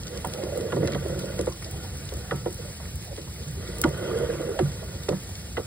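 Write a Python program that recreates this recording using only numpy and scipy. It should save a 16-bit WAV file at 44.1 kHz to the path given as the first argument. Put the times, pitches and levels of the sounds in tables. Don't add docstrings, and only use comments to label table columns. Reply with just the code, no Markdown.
import sys
import numpy as np
from scipy import signal
from scipy.fft import rfft, irfft, next_fast_len
from scipy.io import wavfile
from scipy.ndimage import uniform_filter1d

SR = 44100
rng = np.random.default_rng(int(sys.argv[2]) if len(sys.argv) > 2 else 0)


def decibels_to_gain(level_db):
    exponent = np.asarray(level_db, float) / 20
    return 10 ** exponent


def generate_wav(signal):
    frames = np.transpose(np.atleast_2d(signal))
    scaled = np.clip(frames, -1, 1) * 32767
    pcm = np.round(scaled).astype(np.int16)
    wavfile.write(sys.argv[1], SR, pcm)


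N = 249606


def rms_one(x):
    return x / np.sqrt(np.mean(x ** 2) + 1e-20)


def at_hz(points, hz):
    point_hz, value = np.array(points).T[:2]
    return np.interp(np.log(hz), np.log(point_hz), value)


def bandpass(x, low_hz, top_hz, order=2):
    return signal.sosfilt(signal.butter(order, [low_hz, top_hz], "band", fs=SR, output="sos"), x)


def drift(rate):
    step = 40
    r = np.exp(-2 * step * np.pi * rate / SR)
    slow = signal.lfilter([1], [1, -2 * r, r * r], rng.standard_normal(N // step + 2002))[2000:]
    return np.interp(np.arange(N) / step, np.arange(len(slow)), rms_one(slow))


def ring(force, hz, t60):
    r = decibels_to_gain(-60 / (t60 * SR))
    w = 2 * np.pi * hz / SR
    return signal.lfilter([0, np.sin(w)], [1, -2 * r * np.cos(w), r * r], force + 1e-18)


def random_clicks(per_s, spread_db):
    sizes = decibels_to_gain(spread_db * np.minimum(rng.exponential(size=(2, N)), 5))
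    sizes = sizes * rng.choice([-1, 1], (2, N))
    return sizes * (rng.random((2, N)) < per_s / SR)


def struck_resonance(rows, rise_s, fall_s, cycles, trim_db):
    t = np.arange(4000) / SR
    out = np.zeros((2, N + len(t)))
    shove = (1 - np.exp(-t / rise_s)) * np.exp(-t / fall_s)
    for start, db, hz in rows:
        rough = rng.standard_normal((2, len(t))) * shove
        throb = ring(ring(rough, hz, cycles / hz), hz, cycles / hz / 4)
        at = round(start * SR)
        out[:, at:at + len(t)] += decibels_to_gain(db + trim_db) * throb / np.abs(throb).max(axis=1, keepdims=True)
    return out[:, :N]


def bursts(rows, octaves, decay_s):
    t = np.arange(700) / SR
    out = np.zeros((2, N + len(t)))
    decay = np.exp(-t / decay_s) + .2 * np.exp(-t / .009)
    for start, db, hz in rows:
        low_hz, top_hz = np.clip([hz * 2 ** -octaves, hz * 2 ** octaves], 500, 18000)
        snap = bandpass(rng.standard_normal((2, len(t))) * decay, low_hz, top_hz)
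        at = round((start + 0.000896) * SR)
        out[:, at:at + len(t)] += decibels_to_gain(db + 11.0) * snap / np.abs(snap[0]).max()
    return out[:, :N]


def swells(rows, octaves):
    t = np.arange(N) / SR
    out = np.zeros((2, N))
    slips = random_clicks(3000, spread_db=2.5)
    for centre, half, db, hz in rows:
        near = np.abs(t - centre) < half
        grain = rms_one(bandpass(slips[:, near], hz * 2 ** -octaves, hz * 2 ** octaves))
        out[:, near] += decibels_to_gain(db) * (1 - ((t[near] - centre) / half) ** 2) * grain
    return out


# time in seconds, level in dB.
PULL_EFFORT = [(0.0, -46.5), (0.14, -40), (0.58, -36), (0.79, -33.5), (0.87, -31.5), (1.01, -38),
               (1.43, -35), (1.53, -50), (2.22, -43), (2.49, -54), (3.15, -62.5), (3.52, -55), (3.6, -42),
               (3.92, -33), (4.05, -28.5), (4.48, -32), (4.81, -43.5), (5.66, -58)]
# centre in seconds, half length in seconds, level in dB.
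CABLE_SHIFTS = [
    (0.43, 0.072, -38),
    (1.76, 0.11, -45),
    (2.66, 0.1, -47.5),
    (2.855, 0.026, -47),
    (3.43, 0.058, -47.5),
    (4.942, 0.043, -44.5),
]
# pitch in Hz, level in dB, ring time t60 in seconds.
PIPE_MODES = [(145.4, 4, 0.29), (188.3, 1, 0.27), (211, -1.5, 0.074), (238, -4, 0.01), (336.3, 1, 0.29),
              (369.8, 6.5, 0.18), (423, 0.5, 0.13), (483.7, 13.5, 0.042), (518, -12, 0.17),
              (550.3, 2, 0.12), (611, -0.5, 0.031), (738, -13, 0.076), (695, -7, 0.0054),
              (885, -17.5, 0.053), (930.5, -17.5, 0.17), (1070, -16, 0.0088), (1185, -21.5, 0.42),
              (1216, -14.5, 0.11), (1316, -21, 0.37), (1445, -3, 0.026), (1680, -10.5, 0.022),
              (1900, -7.5, 0.023), (1996, -12.5, 0.031), (2724, -8.5, 0.0061), (3175, -6, 0.011),
              (4600, -17.5, 0.011)]


def rubbing():
    t = np.arange(N) / SR
    power = decibels_to_gain(2 * np.interp(t, *np.transpose(PULL_EFFORT)))
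    for centre, half, db in CABLE_SHIFTS:
        power = power + decibels_to_gain(2 * db) * np.clip(1 - ((t - centre) / half) ** 2, 0, 1)
    rub_db = 10 * np.log10(power)
    rasp_db = -50 + 0.59 * (rub_db + 40.5)
    drone_db = -44.5 + 0.59 * (rub_db + 43)
    slips = random_clicks(4000, spread_db=2.0) * decibels_to_gain(1.2 * drift(14))
    modes = []
    for hz, db, t60 in PIPE_MODES:
        wander = decibels_to_gain(db + 1.5 * drift(12))
        modes.append((hz, wander * rms_one(ring(slips, hz, t60))))
    drone = rms_one(sum(v for hz, v in modes if hz < 230))
    body = sum(v for hz, v in modes if 250 <= hz < 900)
    body = rms_one(bandpass(body, 310, 640, order=4))
    rasp = rms_one(sum(v for hz, v in modes if hz >= 900))
    return decibels_to_gain(rub_db - 3.5) * body + decibels_to_gain(rasp_db) * rasp + decibels_to_gain(drone_db) * drone


# frequency in Hz, level in dB per Hz.
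AIR_SPECTRUM = [(25, -85), (45, -62), (70, -55.5), (100, -59), (170, -64.5), (250, -76), (500, -78),
                (1050, -91.5), (1950, -86), (2250, -87), (5500, -83.5), (7000, -86.5), (14000, -89.5),
                (16000, -97)]


def background():
    hz = np.maximum(np.fft.rfftfreq(N, 1 / SR), 1)
    air = rms_one(irfft(rfft(rng.standard_normal((2, N))) * decibels_to_gain(at_hz(AIR_SPECTRUM, hz)), N))
    rumble = signal.sosfiltfilt(signal.butter(2, 800, fs=SR, output="sos"), air)
    hiss = air - rumble
    hum = rms_one(ring(air, 79, 0.42) + 1.2 * ring(air, 95, 0.4))
    rumble = rumble + decibels_to_gain(-6.0) * hum
    hiss = hiss - decibels_to_gain(-6.0) * hum
    return decibels_to_gain(-36.5) * (rumble * decibels_to_gain(1.2 * drift(5.5)) + hiss * decibels_to_gain(.8 * drift(22)))


def trickle():
    pops = random_clicks(260, spread_db=2.5) * decibels_to_gain(4.9 * drift(3.7))
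    pitches = np.geomspace(2100, 15000, 14)
    dealt = rng.integers(0, len(pitches), N)
    cycles = 40
    return decibels_to_gain(-61) * rms_one(sum(ring(pops * (dealt == k), hz, cycles / hz) for k, hz in enumerate(pitches)))


def faint_ticks():
    decay = np.exp(-1 / (.0012 * SR))
    level = signal.lfilter([1], [1, -decay], np.abs(random_clicks(30, spread_db=2.2)[0]))
    high = signal.butter(2, 3000, "high", fs=SR, output="sos")
    return decibels_to_gain(-64.0) * level * signal.sosfilt(high, rng.standard_normal((2, N)))


# start in seconds, peak level in dB, pitch in Hz.
WET_SPECKS = [(0.0323, -41.5, 4000), (0.0787, -39.5, 4130), (0.2977, -45, 4000), (0.7198, -41, 3900),
              (0.762, -43.5, 4800), (0.8785, -39, 3300), (0.933, -36, 3000), (0.946, -41, 4100),
              (1.056, -50, 4000), (1.1932, -40, 4300), (1.255, -44, 7600), (1.4102, -35.5, 8200),
              (1.4596, -42, 8000), (1.498, -42, 7900), (1.5229, -41.5, 4000), (1.6232, -44, 8250),
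              (2.0527, -44, 8250), (2.1685, -42.5, 9400), (2.5262, -40, 7750), (2.528, -44, 14000),
              (2.543, -41, 14500), (2.543, -44, 8500), (2.657, -46, 9500), (2.75, -47, 4400),
              (2.862, -48, 7500), (3.1637, -45, 3980), (3.2141, -44, 4200), (3.4326, -47, 4000),
              (3.4805, -43.5, 8300), (3.675, -42, 4200), (3.975, -44, 9800), (4.4139, -42, 8800),
              (4.4912, -45, 9100), (4.5226, -52, 4000), (4.591, -42, 8300), (4.7172, -43, 4200),
              (5.033, -44.5, 3800), (5.09, -38, 3100), (4.591, -41, 3300), (5.2719, -46, 9100)]


def specks():
    return bursts(WET_SPECKS, octaves=0.5, decay_s=0.0022)


# start in seconds, peak level in dB.
GRIT_CRACKS = [(0.068, -36), (0.1735, -37.5), (0.335, -35.5), (0.4357, -38.5), (0.608, -39.5), (0.873, -32),
               (0.9196, -37.5), (1.39, -37), (1.41, -39.5), (1.644, -38), (2.089, -39.5), (3.024, -41),
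               (3.8382, -28.5), (4.5902, -39), (5.088, -32.5), (5.353, -38.5), (0.95, -46)]


def grit():
    return bursts([(*row, 4300) for row in GRIT_CRACKS], octaves=.75, decay_s=.0022)


# start in seconds, peak level in dB.
FILM_SNAPS = [
    (0.177, -48),
    (0.271, -32.5),
    (0.336, -39),
    (0.574, -37),
    (1.19, -36),
    (1.711, -36),
    (2.3595, -39),
    (2.956, -33.5),
    (3.783, -35.5),
    (3.8145, -21),
]


def film_snaps():
    return bursts([(*row, 10600) for row in FILM_SNAPS], octaves=1, decay_s=0.0014)


# centre in seconds,
# half length in seconds, level in dB, pitch in Hz.
HAND_RUSTLES = [(0.3, .1, -58, 8000), (0.9, .07, -60, 4500), (1.22, .05, -51, 3900), (1.45, .08, -55, 8200),
                (1.982, 0.089, -56, 1550), (2.15, .08, -60, 8500), (2.25, .06, -56, 1450),
                (2.7, .06, -53, 8500), (2.72, 0.093, -61, 4300), (2.75, .13, -60, 1900),
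                (3.5, .06, -60, 8500), (3.7, .12, -53, 4300), (3.7, .12, -56, 8500), (3.72, .08, -56, 1400),
                (4.3, .25, -52, 1050), (4.25, 0.27, -56, 1950), (5.28, .08, -59, 8500),
                (0.45, 0.17, -51, 760), (1.15, 0.24, -47, 556), (3.1, 0.089, -54, 680),
                (3.65, 0.22, -45, 50), (4.75, .2, -50, 48), (0.75, .25, -50, 48), (3.9, .1, -42, 150),
                (3.68, .12, -60, 2100), (1.3, .1, -62, 2600), (2.05, .1, -58, 2400), (5.15, .06, -54, 1530),
                (2.4, .06, -53, 450)]


def hand_rustles():
    return swells(HAND_RUSTLES, octaves=0.22)


# start in seconds, peak level in dB, pitch of the contact in octaves above the
PIPE_KNOCKS = [(0.246, -18.5, 2.43, 0.44), (0.368, -32, 1.2, 0.46), (0.433, -23.5, 1.34, 0.51),
               (0.574, -22.5, 0.97, 0.42), (0.723, -19.5, 0.37, 2.7), (0.768, -12, 0.48, 0.67),
               (0.826, -16, 0.86, 0.73), (0.874, -24.5, 0.22, 2), (0.923, -19, 0.17, 1),
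               (0.948, -27.5, 1.9, 2.4), (1.056, -23.5, 1.3, 0.65), (1.095, -26, 1.36, 0.67),
               (1.233, -27.5, 1.2, 0.49), (1.389, -17.5, 0.86, 0.89), (1.47, -21, 1.76, 0.82),
               (1.623, -39.5, 3.9, 1), (1.848, -33, 1.9, 0.73), (2.121, -30, 0.78, 1.53),
               (2.311, -23, 2.1, 12), (2.459, -21.5, 1.73, 0.74), (2.801, -34.5, 2.1, 0.57),
               (3.177, -30, 1.15, 1.28), (3.839, -17, 3.1, 2.5), (4.396, -28, 1.2, 0.3),
               (4.591, -17.5, 0.23, 2.33), (4.824, -41, 2.2, 0.9), (5.086, -16, 1.17, 0.97),
               (5.123, -22, 1.72, 0.64), (5.293, -38, 2.1, 0.58), (5.57, -24, 2.47, 1.6)]
GROUP_PITCH = [0, 1.2, 2.2, 3.2]


def knocks():
    start_s, peak_db, pitch, breadth = np.transpose(PIPE_KNOCKS)
    breadth = np.maximum(breadth, .2)
    colour = [-20 * np.log10(1 + ((at - pitch) / breadth) ** 2) for at in GROUP_PITCH]
    t = np.arange(7000) / SR
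    rough = rng.standard_normal((len(start_s), 2, len(t)))
    chance = rng.standard_normal((len(start_s), 2, len(PIPE_MODES)))
    far = np.clip((colour[3] + 11) / 7, 0, 1)
    groups = np.zeros((4, len(start_s), 2, len(t)))
    for m, (hz, db, t60) in enumerate(PIPE_MODES):
        late = max(6.0 / hz - .0105, 0) + .007 * far * np.clip((1400 - hz) / 600, 0, 1)
        since = np.maximum(t - late[:, None, None], 0)
        contact = (1 - np.exp(-since / 0.000093)) * np.exp(-since * (70 + 0.022 * hz))
        rung = ring(rough * contact, hz, 0.71 * t60)
        rung = rung / np.abs(rung).max(axis=2, keepdims=True)
        groups[np.searchsorted([250, 600, 1100], hz)] += decibels_to_gain(db + 2.0 * chance[..., m, None]) * rung
    out = np.zeros((2, N + len(t)))
    lifts_db = [0.2, 3.8, 0.25, 4.05]
    bands_hz = [(90, 260), (300, 720), (600, 1500), (1000, 3300)]
    for group, rel_db, lift_db, band in zip(groups, colour, lifts_db, bands_hz):
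        group = bandpass(group, *band)
        loudest = np.sqrt(uniform_filter1d(group ** 2, size=600).max(axis=2, keepdims=True))
        group = group / loudest * decibels_to_gain(peak_db + rel_db + lift_db - 8.5)[:, None, None]
        for start, knock in zip(start_s, group):
            at = round((start - .0015) * SR)
            out[:, at:at + len(t)] += knock
    return out[:, :N]


# start in seconds, peak level in dB, pitch in Hz.
FIRST_CONTACTS = [(0.247, -28, 1010), (0.721, -26, 1500), (2.311, -26, 1450), (2.311, -30, 2030),
                  (2.46, -32, 760), (3.836, -23, 2030), (3.84, -25, 1300), (4.589, -25, 1570),
                  (4.59, -30, 1120), (5.084, -33, 1930), (5.568, -26, 1440), (5.568, -34, 2000),
                  (1.47, -32, 880), (1.39, -34, 2010), (0.88, -32, 1500), (1.058, -31, 620),
                  (1.3, -32, 600), (0.826, -26, 484)]


def clacks():
    return struck_resonance(FIRST_CONTACTS, rise_s=.0005, fall_s=0.0028, cycles=16.6, trim_db=-2.5)


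# start in seconds, peak level in dB.
FAR_DROPS = [(0.248, -35.5), (0.856, -42), (1.0824, -40), (1.97, -42), (2.137, -38.5), (2.505, -42),
             (3.047, -41), (3.339, -46), (3.511, -45), (3.89, -39), (4.186, -40), (4.841, -42),
             (5.035, -40), (5.233, -41), (5.2905, -42)]


def drops():
    return bursts([(*row, 8650) for row in FAR_DROPS], octaves=0.76, decay_s=0.0023)


# start in seconds, peak level in dB, pitch in Hz.
PIPE_BOOMS = [(0.25, -32.5, 150), (1.1, -28, 143), (2.32, -23, 146), (3.872, -22, 150), (4.625, -17.5, 144),
              (4.61, -20, 336), (5.095, -25, 150), (5.125, -24, 190), (5.1, -23, 346), (4.1, -32, 1165),
              (3.87, -38, 1210)]


def booms():
    return struck_resonance(PIPE_BOOMS, rise_s=.003, fall_s=0.0086, cycles=31, trim_db=-3.5)


# centre in seconds, half length in seconds, level in dB, pitch in Hz.
SINGING_MODES = [(0.45, .17, -40, 550), (0.58, 0.28, -58, 2000), (1.2, 0.26, -44, 549),
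                 (4.18, 0.32, -53.5, 2005), (4.22, 0.34, -52.5, 1190), (4.15, 0.28, -50.5, 1430),
                 (4.25, .3, -41.5, 470), (3.7, .13, -56, 2000), (3.5, .08, -38, 147),
                 (4.35, 0.26, -46.5, 340), (4.9, .12, -49.5, 400), (1.5, 0.056, -49.5, 1056),
                 (1.8, .15, -54, 760), (2.29, 0.11, -53, 756), (2.0, 0.26, -44, 95), (0.75, .4, -44, 96),
                 (3.94, .4, -47, 95)]


def singing():
    return swells(SINGING_MODES, octaves=0.065)


# start in seconds, peak level in dB, pitch in Hz.
SKIN_CATCHES = [(0.295, -41, 434), (0.342, -28.5, 476), (0.384, -21.5, 547), (0.464, -22, 545),
                (0.519, -22.5, 534), (0.552, -22, 493), (0.594, -22.5, 430), (0.62, -22.5, 540),
                (0.644, -19, 462), (0.674, -34, 606), (0.883, -23, 611), (1.045, -21.5, 362),
                (1.123, -26.5, 520), (1.145, -28, 386), (1.209, -37, 536), (1.287, -32, 476),
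                (1.333, -31, 475), (1.658, -34, 620), (1.75, -38, 362), (2.585, -29, 468),
                (2.643, -33.5, 617), (2.683, -36, 530), (3.004, -39, 360), (3.106, -31, 537),
                (3.27, -42, 990), (3.396, -33, 492), (3.564, -32, 397), (3.603, -31.5, 464),
                (3.671, -30.5, 358), (3.737, -33, 437), (3.779, -33, 463), (3.918, -42, 460),
                (3.969, -23, 410), (4.019, -37, 510), (4.073, -21.5, 466), (4.114, -20, 466),
                (4.144, -15, 459), (4.197, -17, 482), (4.227, -17, 475), (4.286, -16.5, 482),
                (4.319, -25, 468), (4.399, -23.5, 498), (4.429, -25, 527), (4.482, -17, 446),
                (4.549, -23.5, 606), (4.94, -36.5, 506), (5.139, -33, 380)]


def catches():
    return struck_resonance(SKIN_CATCHES, rise_s=0.0027, fall_s=0.018, cycles=19.6, trim_db=-4.5)


# start in seconds, peak level in dB, pitch in Hz.
EDGE_NICKS = [(0.352, -43, 1330), (0.4304, -47, 1390), (0.5594, -43, 1330), (0.8475, -33, 2050),
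              (0.8734, -28, 1990), (0.8994, -41, 1420), (0.9232, -29, 1970), (0.951, -45, 1350),
              (0.98, -36, 1430), (1.1433, -37, 1470), (2.8534, -36, 1830), (2.8887, -44, 1890),
              (3.3956, -50, 1890), (3.4336, -53, 1870), (3.943, -34, 1440), (3.9789, -42, 1400),
              (4.0507, -34, 1460), (4.11, -33, 1330), (4.144, -33, 1480), (4.1945, -33.5, 1400),
              (4.2982, -32, 1600), (4.3565, -40, 1410), (4.4223, -39, 1960), (4.516, -35.5, 1420)]


def nicks():
    return struck_resonance(EDGE_NICKS, rise_s=0.00043, fall_s=0.0082, cycles=21, trim_db=-2)


# start in seconds, peak level in dB, pitch in Hz.
KNOCK_THUDS = [(0.762, -20, 517), (0.814, -32, 560), (0.949, -22, 534), (1.231, -32, 480),
               (1.471, -16.5, 532), (1.622, -32.5, 2070), (2.315, -20.5, 480), (2.461, -19, 460),
               (3.844, -9, 340), (3.866, -21, 145), (4.589, -16, 676), (4.604, -14, 352),
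               (4.826, -30.5, 660), (5.088, -24, 534), (5.11, -18.5, 475), (5.574, -18, 501),
               (5.593, -22.5, 480)]


def thuds():
    return struck_resonance(KNOCK_THUDS, rise_s=0.0018, fall_s=0.0065, cycles=12.2, trim_db=-1.5)


def scene():
    cable = rubbing() + singing() + catches() + nicks()
    blows = knocks() + clacks() + thuds() + booms()
    wet = trickle() + faint_ticks() + specks() + grit() + film_snaps() + drops() + hand_rustles()
    return background() + cable + blows + wet


def thin_stereo(pair, margin_db, weak):
    shift, hop = 1708, 1024
    count = (N + shift) // hop + 1
    mid_side = np.array([pair[0] + pair[1], pair[0] - pair[1]]) / 2
    mid_side = np.pad(mid_side, [(0, 0), (shift, (count + 1) * hop - N - shift)])
    n, k = np.arange(2 * hop)[:, None] + .5, np.arange(hop) + .5
    basis = np.sin(np.pi * n / 2 / hop) * np.cos(np.pi / hop * (n + hop / 2) * k) * np.sqrt(2 / hop)
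    blocks = mid_side.reshape(2, -1, hop)
    lines = np.concatenate([blocks[:, :-1], blocks[:, 1:]], axis=2) @ basis
    lines = lines.transpose(0, 2, 1)

    def frame_at(seconds):
        return round((seconds * SR + shift) / hop) - 1

    spared = np.isin(np.arange(count), [frame_at(start) for start, db in FILM_SNAPS])
    edges = np.r_[56:96:8, 96:144:12, 144:176:16, 176:196:20, 196, 216, 240, 264, 292, 320:800:32]
    edges = np.unique(np.r_[edges, 108, 120, 132])
    for low, high in zip(edges, edges[1:]):
        power = np.mean(lines[:, low:high] ** 2, axis=1)
        luck = decibels_to_gain(6.5 * uniform_filter1d(rng.standard_normal(power.shape), size=2))
        kept = (power * luck * decibels_to_gain(2 * margin_db) > power[::-1]) | spared
        strong = lines[:, low:high] ** 2 > weak * power.max(axis=0)
        waver = decibels_to_gain(1.3 * rng.standard_normal(count))
        lines[:, low:high] *= kept[:, None] * (strong | spared) * waver
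    loudest_s = max(FILM_SNAPS, key=lambda row: row[1])[0]
    lines[:, 733:] *= np.arange(count) == frame_at(loudest_s)
    frames = lines.transpose(0, 2, 1) @ basis.T
    out = np.pad(frames[..., :hop], [(0, 0), (0, 1), (0, 0)])
    out = out + np.pad(frames[..., hop:], [(0, 0), (1, 0), (0, 0)])
    mid, side = out.reshape(2, -1)[:, shift:shift + N]
    return np.array([mid + side, mid - side])


def roll_off(x):
    return signal.sosfilt(signal.butter(12, 16500, fs=SR, output="sos"), x)


# frequency in Hz, lead of the left in radians.
LEFT_LEAD = [(0, 0), (520, -.95), (1000, 0), (1800, .1), (2700, 2.7), (3400, 2.9), (4200, 1.2), (5400, 2.5),
             (5700, np.pi), (6400, np.pi), (8300, 2 * np.pi), (9700, 2 * np.pi), (11600, 3 * np.pi),
             (13400, 3 * np.pi), (14600, 4 * np.pi)]
# frequency in Hz, left over right in dB.
LEFT_TILT = [(60, 1), (140, -2), (330, -1.5), (500, -3.5), (770, -9.5), (1170, -3.5), (2700, -1),
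             (6000, 0.7), (14000, 0.7)]
# frequency in Hz, left-right likeness from 0 to 1.
PORT_LIKENESS = [(60, .999), (300, .995), (800, .92), (1600, .89), (2300, .7), (3000, .82), (4100, .45),
                 (5300, .7), (5700, .98), (6300, .98), (6900, .85), (7500, .65), (8500, .94), (9600, .95),
                 (10700, .7), (11800, .98), (13300, .97), (14100, .65), (14800, .97)]


def record(dry):
    size = next_fast_len(N + 4096)
    hz = np.maximum(np.fft.rfftfreq(size, 1 / SR), 1)
    shared, apart = rfft(dry, size)
    alike = np.clip(at_hz(PORT_LIKENESS, hz), 0, 1)
    shared = shared * np.sqrt((1 + alike) / 2)
    apart = apart * np.sqrt((1 - alike) / 2)
    lead = np.interp(hz, *np.transpose(LEFT_LEAD))
    skew = decibels_to_gain(at_hz(LEFT_TILT, hz) / 2) * np.exp(.5j * lead)
    pair = irfft([(shared + apart) * skew, (shared - apart) / skew], size)[:, :N]
    pair = signal.sosfilt(signal.cheby2(12, 40, 16300 * 1.02, fs=SR, output="sos"), pair)
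    pair = signal.sosfilt(signal.butter(3, 42, "high", fs=SR, output="sos"), pair)
    mix = thin_stereo(pair, margin_db=10.8, weak=.04)
    return roll_off(mix)


dry = scene()
out = record(dry)
generate_wav(out)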